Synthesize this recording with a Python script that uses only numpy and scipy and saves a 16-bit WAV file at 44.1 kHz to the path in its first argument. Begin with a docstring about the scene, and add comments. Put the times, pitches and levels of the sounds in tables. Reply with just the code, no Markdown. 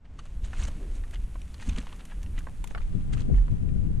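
"""A mountain scree slope in the open air, no echo: slow steps just below a hand-held stereo microphone.
Each boot grinds grit, snaps small chips and tips loose stones that knock against each other;
sand trickles between steps. Wind rumbles on the microphone, and near the end a gust buffets its
left port. The image is mono at first and opens to stereo a little past halfway."""
import sys
import numpy as np
from scipy import signal
from scipy.fft import rfft, irfft
from scipy.io import wavfile
from scipy.ndimage import uniform_filter1d

SR = 44100
rng = np.random.default_rng(int(sys.argv[2]) if len(sys.argv) > 2 else 0)


def digitize_waveform(pressure):
    """Quantize a signal to 16-bit integers and store it at the path in sys.argv[1].

    Rows of a 2-D input are taken as channels; values are limited to [-1, 1].
    """
    field = np.atleast_2d(pressure).T
    bounded = np.clip(field, -1, 1)
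    quanta = np.round(bounded * 32767).astype(np.int16)
    wavfile.write(sys.argv[1], SR, quanta)


N = 176400
T = np.arange(N) / SR

# sand running down the slope: (time [s], level [dB])
SAND_FLOW = [(0,-89),(.15,-73),(.25,-64.5),(.4,-68.5),(.55,-59),(.75,-60),(.97,-64),(1.25,-65),(1.47,-63),(1.85,-60.5),(2.3,-66.5),(2.55,-64.5),(2.9,-65),(3.4,-68.5),(4,-70)]
# stone hitting stone: (time [s], level [dB], main ring [Hz], brightness [dB per octave])
STONE_KNOCKS = [(0.532,-33,1640,-2),(.628,-40,1260,7),(0.683,-38.5,990,-10),(1.038,-43,1750,3),(1.157,-41,2980,-6),(1.356,-35.5,1110,1),(1.4169,-44.5,2650,7),(1.543,-44.5,4190,1.5),
                (1.599,-40,2170,0),(1.625,-36.5,1850,-1),(1.694,-35,2430,7.5),(1.7834,-39,2370,-2),(1.787,-43,1850,6),(1.834,-45,800,-8),(1.924,-44,1180,5),(1.993,-45,1280,7),(2.12,-40,1530,-4.5),
                (2.262,-46,2550,0),(2.381,-48,2180,-1),(2.407,-44.5,1680,-1),(2.470,-31.5,1090,-2.5),(2.486,-40.5,1040,-3),(2.6417,-35,920,4),(2.709,-35,710,-2),
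                (2.749,-26.5,1360,1),(2.758,-39,1430,-12),(2.776,-35.5,1520,-5.5),(2.781,-41,1190,10),(2.806,-41.5,1250,1.5),(2.817,-45,2180,3),(3.1715,-41.5,1230,-1),(3.300,-46.5,810,-11),(3.343,-46,2100,-5),(3.383,-43,1930,-2),(3.481,-39.5,1200,0.5),(3.69,-50,2400,0)]


def undb(db):
    """Decibels to gain."""
    return 10 ** (np.asarray(db) / 20)


def curve(rows):
    """Gain along (time [s], level [dB]) points."""
    return undb(np.interp(T, *np.array(rows).T))


def swell(at, rise, fall):
    """Exponential rise to a peak, then exponential fall; all in seconds."""
    return np.exp(-np.minimum(np.maximum((at - T) / rise, (T - at) / fall), 30))


def colour(x, points):
    """Causal filter through (frequency [Hz], level [dB]) points that keeps the power of white noise."""
    hz, db = np.array(points).T
    bin_hz = np.arange(N // 2 + 1) * SR / N
    gain = undb(np.interp(np.log(bin_hz + 1), np.log(hz), db))
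    cepstrum = irfft(np.log(gain / np.sqrt(np.mean(gain ** 2))), N)
    causal_fold = np.r_[1, np.full(N // 2 - 1, 2), np.zeros(N // 2)]
    response = irfft(np.exp(rfft(cepstrum * causal_fold)), N)
    taper = np.hanning(SR // 5)[SR // 10:]
    return signal.fftconvolve(x, response[:SR // 10] * taper)[:N]


def grains(per_s, spread_db):
    """Random clicks, many small and a few large, at rms 1."""
    clicks = (rng.random(N) < per_s / SR) * rng.choice([-1, 1], N)
    clicks = clicks * undb(spread_db * np.minimum(rng.exponential(size=N), 5))
    return clicks / clicks.std()


def turbulence(points):
    """Coloured noise whose slow level is evened out."""
    noise = colour(rng.standard_normal(N), points)
    return noise / np.sqrt(uniform_filter1d(noise ** 2, size=SR // 16) + 1e-9)


def stereo(mid, side, side_db):
    """Left and right from a shared and an opposed part."""
    return mid + undb(side_db) * side * np.array([[1], [-1]])


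def hiss():
    """A faint hiss high in the treble."""
    levels = [(0,-120),(.35,-74),(.95,-69),(1.5,-70),(2.35,-68.5),(2.9,-72.5),(4,-74.5)]  # (time [s], level [dB])
    spectrum = [(2000,-23),(5200,-10.5),(6500,-6.5),(8600,-1.5),(10300,-1.5),(11300,-8.5),(13500,-12.5),(15000,-21)]  # (frequency [Hz], level [dB])
    return curve(levels) * stereo(turbulence(spectrum), turbulence(spectrum), side_db=-5.5)


def air():
    """Air rushes softly over the slope, wide in the image."""
    levels = [(0,-58),(.3,-58),(.7,-51.5),(1,-55),(1.4,-57),(2,-53),(2.7,-57),(3.3,-52.5),(4,-56)]  # (time [s], level [dB])
    spectrum = [(60,-3.5),(200,6.5),(400,-6.5),(700,-11),(1500,-17),(2600,-23),(4500,-32),(8000,-34),(11000,-52),(14000,-62)]  # (frequency [Hz], level [dB])
    return curve(levels) * stereo(turbulence(spectrum), turbulence(spectrum), side_db=2.5)


def rumble():
    """Wind rumbles on both microphone ports."""
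    levels = [(0,-45),(.27,-39),(.5,-30.5),(.8,-33.5),(1.1,-36),(1.55,-40),(1.75,-33),(2.05,-42),(2.28,-32),(2.5,-35.5),(2.7,-36),(2.9,-29.5),(3.3,-30.5),(3.55,-32.5),(4,-27)]  # (time [s], level [dB])
    spectrum = [(10,1.5),(25,9),(42,-5.5),(60,-2.5),(100,-13),(160,-20),(250,-28.5),(500,-44),(1500,-83.5),(5000,-110)]  # (frequency [Hz], level [dB])
    return curve(levels) * stereo(turbulence(spectrum), turbulence(spectrum), side_db=-4.5)


def puffs():
    """Separate deep puffs of wind hit both ports alike."""
    peaks = [(.37,-31),(0.438,-26),(0.511,-32),(.60,-26.5),(0.647,-28.5),(0.899,-26),(1.009,-27.5),(1.183,-25),(1.245,-29.5),(1.377,-30),(1.44,-37.5),(1.701,-21.5),(1.8,-29),(2.177,-27.5),(2.355,-25.5),(2.609,-27.5),(2.77,-30.5),(2.845,-27.5),(3.199,-27.5)]  # (time [s], level [dB])
    spectrum = [(10,-19),(25,8.5),(45,3.5),(70,-8.5),(110,-28.5),(250,-43),(1000,-80.5),(4000,-110)]  # (frequency [Hz], level [dB])
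    return turbulence(spectrum) * sum(undb(db) * swell(at, 0.021, 0.031) for at, db in peaks)


def eddies():
    """The gust breaks into eddies, mostly at the left port."""
    levels = [(0,-59),(2.3,-59),(2.65,-41.5),(2.86,-48),(2.95,-21),(3.03,-35),(3.14,-23.5),(3.25,-29.5),(3.32,-16.5),(3.37,-29),(3.47,-34),(3.525,-18),(3.58,-33),(3.63,-23),(3.8,-23.5),(4,-27.5)]  # (time [s], level [dB])
    spectrum = [(15,-35.5),(45,3.5),(80,4.5),(125,3.5),(200,-5),(300,-18.5),(450,-27),(700,-44.5),(1500,-63),(4000,-81),(10000,-110)]  # (frequency [Hz], level [dB])
    return curve(levels) * np.array([turbulence(spectrum), undb(-17.5) * turbulence(spectrum)])


def boom():
    """One low boom of wind on the microphone, right of centre, sagging in pitch."""
    start_s, hold_s, sag_hz_per_s = 3.346, 0.056, 120
    hz = 47.6 - sag_hz_per_s * np.clip(T - start_s, 0, .2)
    envelope = undb(-14) * swell(np.clip(T, start_s, start_s + hold_s), rise=0.005, fall=.05)
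    return envelope * np.sin(2 * np.pi * np.cumsum(hz) / SR) * undb([[-2.5], [2.5]])


def flaps():
    """The hardest eddies flap higher in pitch, pushing on the left port and pulling on the right."""
    buffets = [(2.955,-47),(3.14,-41),(3.304,-23.5),(3.526,-39),(3.659,-41.5),(3.764,-33),(3.83,-41)]  # (time [s], level [dB])
    spectrum = [(80,-14),(170,0),(260,-1.5),(400,-12),(700,-23.5),(1500,-54),(4000,-65),(10000,-100)]  # (frequency [Hz], level [dB])
    left = turbulence(spectrum) * sum(undb(db) * swell(at, 0.024, 0.024) for at, db in buffets)
    return np.array([left, -undb(-11) * left])


def swish():
    """A soft low swish swells and dies between two steps."""
    spectrum = [(50,-5),(100,9),(160,-8),(260,6.5),(420,2),(560,-6),(800,-18),(2000,-36),(8000,-79)]  # (frequency [Hz], level [dB])
    return undb(-47.5) * swell(0.815, rise=0.052, fall=0.15) * turbulence(spectrum)


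def sand():
    """Sand trickles in a dense stream of tiny clicks."""
    spectrum = [(300,5.5),(1000,5.5),(2600,6),(4000,0),(5200,-4),(6500,-1.5),(8500,-3),(10300,-7.5),(11500,-23),(13500,-23),(16000,-49)]  # (frequency [Hz], level [dB])
    return colour(curve(SAND_FLOW) * grains(per_s=5000, spread_db=1.3), spectrum)


def pebbles():
    """Stray pebbles tick as the sand runs."""
    spectrum = [(500,-22),(1300,-1),(2800,5),(4000,-1),(5200,-7),(6500,-1.5),(9000,-14.5),(12000,-13),(15000,-28)]  # (frequency [Hz], level [dB])
    ticks_per_s = 55
    clicks = (rng.random(N) < ticks_per_s / SR) * rng.uniform(-1, 1, N)
    return undb(-8) * colour(curve(SAND_FLOW) * clicks / clicks.std(), spectrum)


def thuds():
    """The ground takes the walker's weight."""
    landings = [(.655,-42,0.035),(1.686,-31,0.023),(1.784,-33.5,0.017),(2.385,-42.5,0.011)]  # (time [s], level [dB], fall [s])
    spectrum = [(30,-12),(70,-13),(110,-4),(155,5),(205,3.5),(300,-8),(500,-25.5),(1200,-44),(5000,-92)]  # (frequency [Hz], level [dB])
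    return turbulence(spectrum) * sum(undb(db) * swell(at, 0.011, fall) for at, db, fall in landings)


def fractures(load):
    """Grains of many sizes break under a load; each rings for a few cycles at its own pitch."""
    grains_per_s, ring_cycles = 4500, 9
    pitches_hz = np.geomspace(500, 14000, 24)
    out, t = 0, T[:SR // 40]
    for hz, share in zip(pitches_hz, pitches_hz / pitches_hz.sum()):
        ring = np.cos(2 * np.pi * hz * t) * 1000 ** (-t * hz / ring_cycles)
        clicks = load * grains(grains_per_s / len(pitches_hz), spread_db=3.9)
        out += np.sqrt(share) * signal.oaconvolve(clicks, ring / np.linalg.norm(ring))[:N]
    return out


def crunch():
    """The sole crushes coarse grit and fine sand."""
    # boot pressure: (time [s], level [dB], rise [s], fall [s], fine against coarse [dB])
    presses = [(0.054,-55,0.0067,0.0074,-23),(0.192,-45.5,0.0042,0.0089,-9.5),(0.256,-53,0.0027,0.0063,-6),(0.447,-49.5,0.0085,0.025,-3),(0.6,-48,0.044,0.026,-3.5),(.630,-45,0.029,0.016,-3.5),(0.65,-42,0.015,0.0052,-3),(0.682,-44.5,0.012,0.0047,0),
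               (0.965,-56,0.023,0.0078,-0.5),(1.139,-44.5,0.0072,0.0088,-9.5),(1.542,-52,0.0012,0.0076,-3),(1.627,-49,0.02,0.011,-5.5),(1.673,-49.5,0.023,0.036,-1.5),(1.693,-47,0.003,0.0045,4),
               (1.73,-51,0.03,0.011,-12),(1.775,-44.5,0.026,0.036,-7),(1.783,-37.5,0.0028,0.0055,-12.5),(1.869,-46,.001,0.0075,-13),(1.89,-56,.02,0.049,-11),(1.927,-46.5,0.0018,0.0062,-13),(2.006,-45.5,0.0071,0.0075,-22),(2.11,-51,0.012,.02,-13),
               (2.390,-45.5,0.018,0.0071,-12.5),(2.71,-56.5,0.022,0.015,-5),(3.134,-40.5,0.0048,0.011,-6.5),(3.179,-49.5,0.0098,0.033,-9),(3.206,-48.5,0.0086,0.011,-5),(3.36,-58.5,0.019,0.049,-5.5)]
    coarse_spectrum = [(150,0),(350,3),(700,2.5),(1200,2),(1900,1.5),(2900,2),(4000,-7.5),(5200,-15.5),(8000,-43),(15000,-57)]  # (frequency [Hz], level [dB])
    fine_spectrum = [(1000,-67),(2500,-7),(4000,7),(5200,0),(6300,7.5),(7400,5),(8800,3.5),(10300,-6.5),(11500,-17),(14000,-28),(16000,-38)]  # (frequency [Hz], level [dB])
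    coarse_power, fine_power = 0, 0
    for at, db, rise, fall, fine_db in presses:
        load = undb(db) * swell(at, rise, fall)
        coarse_power += load ** 2 / 2
        fine_power += (undb(fine_db) * load) ** 2 / 2
    coarse = colour(fractures(np.sqrt(coarse_power)), coarse_spectrum)
    return coarse + colour(fractures(np.sqrt(fine_power)), fine_spectrum)


def snaps():
    """Small chips snap under the boot in sharp bursts of noise."""
    breaks = [(.6835,-50.5),(1.1095,-51),(1.961,-53.5),(2.053,-47),(2.2305,-47),(2.391,-47),(2.6414,-41.5),(2.674,-44.5)]  # (time [s], level [dB])
    spectrum = [(300,-15),(800,-9),(2000,4.5),(3600,0.5),(5200,-6.5),(6500,1.5),(8500,-2.5),(11000,-5.5),(13000,-10),(15000,-26)]  # (frequency [Hz], level [dB])
    envelope = sum(undb(db) * swell(at, 0.00042, .0045) for at, db in breaks)
    return colour(envelope * rng.standard_normal(N), spectrum)


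def clinks():
    """Brief ringing tones of struck stones and chips; several can sound together in one clink."""
    rings = [(.1895,-40,1180,0.031),(0.19,-50,2974,.045),(0.191,-50,4460,0.034),(.192,-44.5,6160,0.013),(.533,-40,2820,0.012),(0.6,-39,6660,0.017),(.6283,-35,3700,.007),(.637,-39,6000,0.031),
             (.681,-42,3030,0.027),(.684,-48,8000,0.0077),(1.1395,-46,1910,.022),(1.6265,-47,2900,0.021),(1.688,-41,6400,0.02),(1.694,-34.5,6330,.016),(1.695,-46,2950,.025),(1.7827,-38,2400,0.031),(1.7835,-38.5,1880,0.034),
             (2.382,-38.5,1970,0.03),(2.47,-37,1560,0.022),(2.6425,-43,2300,.008),(2.751,-42,725,0.047),(2.7515,-42,2400,.01)]  # (time [s], level [dB], frequency [Hz], t60 [s])
    rise_s = 0.00039
    out, t = np.zeros(N + SR), T[:SR // 10]
    for at, db, hz, t60 in rings:
        envelope = undb(db) * (1 - np.exp(-t / rise_s)) * 1000 ** (-t / t60)
        start = int(at * SR)
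        out[start:start + len(t)] += envelope * np.sin(2 * np.pi * hz * t)
    return out[:N]


def cracks():
    """The dry burst where two rough stone faces meet."""
    spectrum = [(300,-14),(600,1),(2000,19),(3600,-19),(5200,-23),(9000,-6),(15000,-29)]  # (frequency [Hz], level [dB])
    force = sum(undb(db) * swell(at, 0.0016, .004) for at, db, _, _ in STONE_KNOCKS)
    return undb(-21.5) * colour(force * rng.standard_normal(N), spectrum)


def stones():
    """A hard contact and a brief rattle ring each stone's heavily damped modes."""
    modes = [(.55,-1,0.011),(.74,-9,0.047),(1,9,0.0071),(1.19,5.5,0.0034),(1.52,-7,0.017),(2.2,-9.5,0.0091),(2.75,-9,0.004),(3.6,-24.5,0.02)]  # (multiple of the main ring, level [dB], t60 [s])
    flight_s, rattle_per_s, rattle_fall_s = 0.00055, 3000, .006
    out, t = np.zeros(N + SR), T[:SR // 10]
    for at, db, hz, bright_db in STONE_KNOCKS:
        strength, detune = rng.standard_normal((2, len(t)))
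        contacts = (rng.random(len(t)) < rattle_per_s / SR) & (t > flight_s)
        force = strength * contacts * np.exp(-t / rattle_fall_s)
        force *= undb(-2.5) / (np.linalg.norm(force) + 1e-9)
        force[0] += 1  # the first hit, ahead of the rattle
        ring = 0
        for k, (ratio, mode_db, t60) in enumerate(modes):
            gain = (-1) ** k * undb(mode_db + bright_db * np.log2(ratio))
            mode_hz = hz * ratio * (1 + 0.056 * detune[k])
            ring += gain * np.sin(2 * np.pi * mode_hz * t) * 1000 ** (-t / t60)
        start = int(at * SR)
        out[start:start + len(t)] += .5 * undb(db) * signal.fftconvolve(force, ring)[:len(t)]
    return out[:N]


def scene():
    """Steps just below the microphone, in the wind; grit and knocks spread across the image."""
    knocks = stereo(stones(), signal.hilbert(stones()).imag, side_db=-2)  # side shifted by 90 degrees
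    knocks += stereo(cracks(), cracks(), side_db=-2)
    grit_mid, grit_side = (crunch() + snaps() + sand() for _ in range(2))
    steps = stereo(grit_mid, grit_side, side_db=-5.5) + knocks + clinks() + pebbles() + thuds() + swish()
    wind = air() + rumble() + puffs() + eddies() + boom() + flaps()
    return steps + wind + hiss()


def record(dry):
    """The sound fades in, opens from mono to stereo and loses its very top."""
    width = [(2.33,-51),(2.38,-10.5),(2.56,-6),(2.65,-1),(3.3,1.5),(4,1)]  # (time [s], side gain [dB])
    mid, side = (dry[0] + dry[1]) / 2, (dry[0] - dry[1]) / 2
    fade_in = np.minimum(0.19 + T / 0.096, 1)
    heard = stereo(mid, curve(width) * side, side_db=0) * fade_in
    lowpass = signal.ellip(8, .2, 70, 14800, fs=SR, output="sos")
    return signal.sosfilt(lowpass, heard)


dry = scene()
out = record(dry)
digitize_waveform(out)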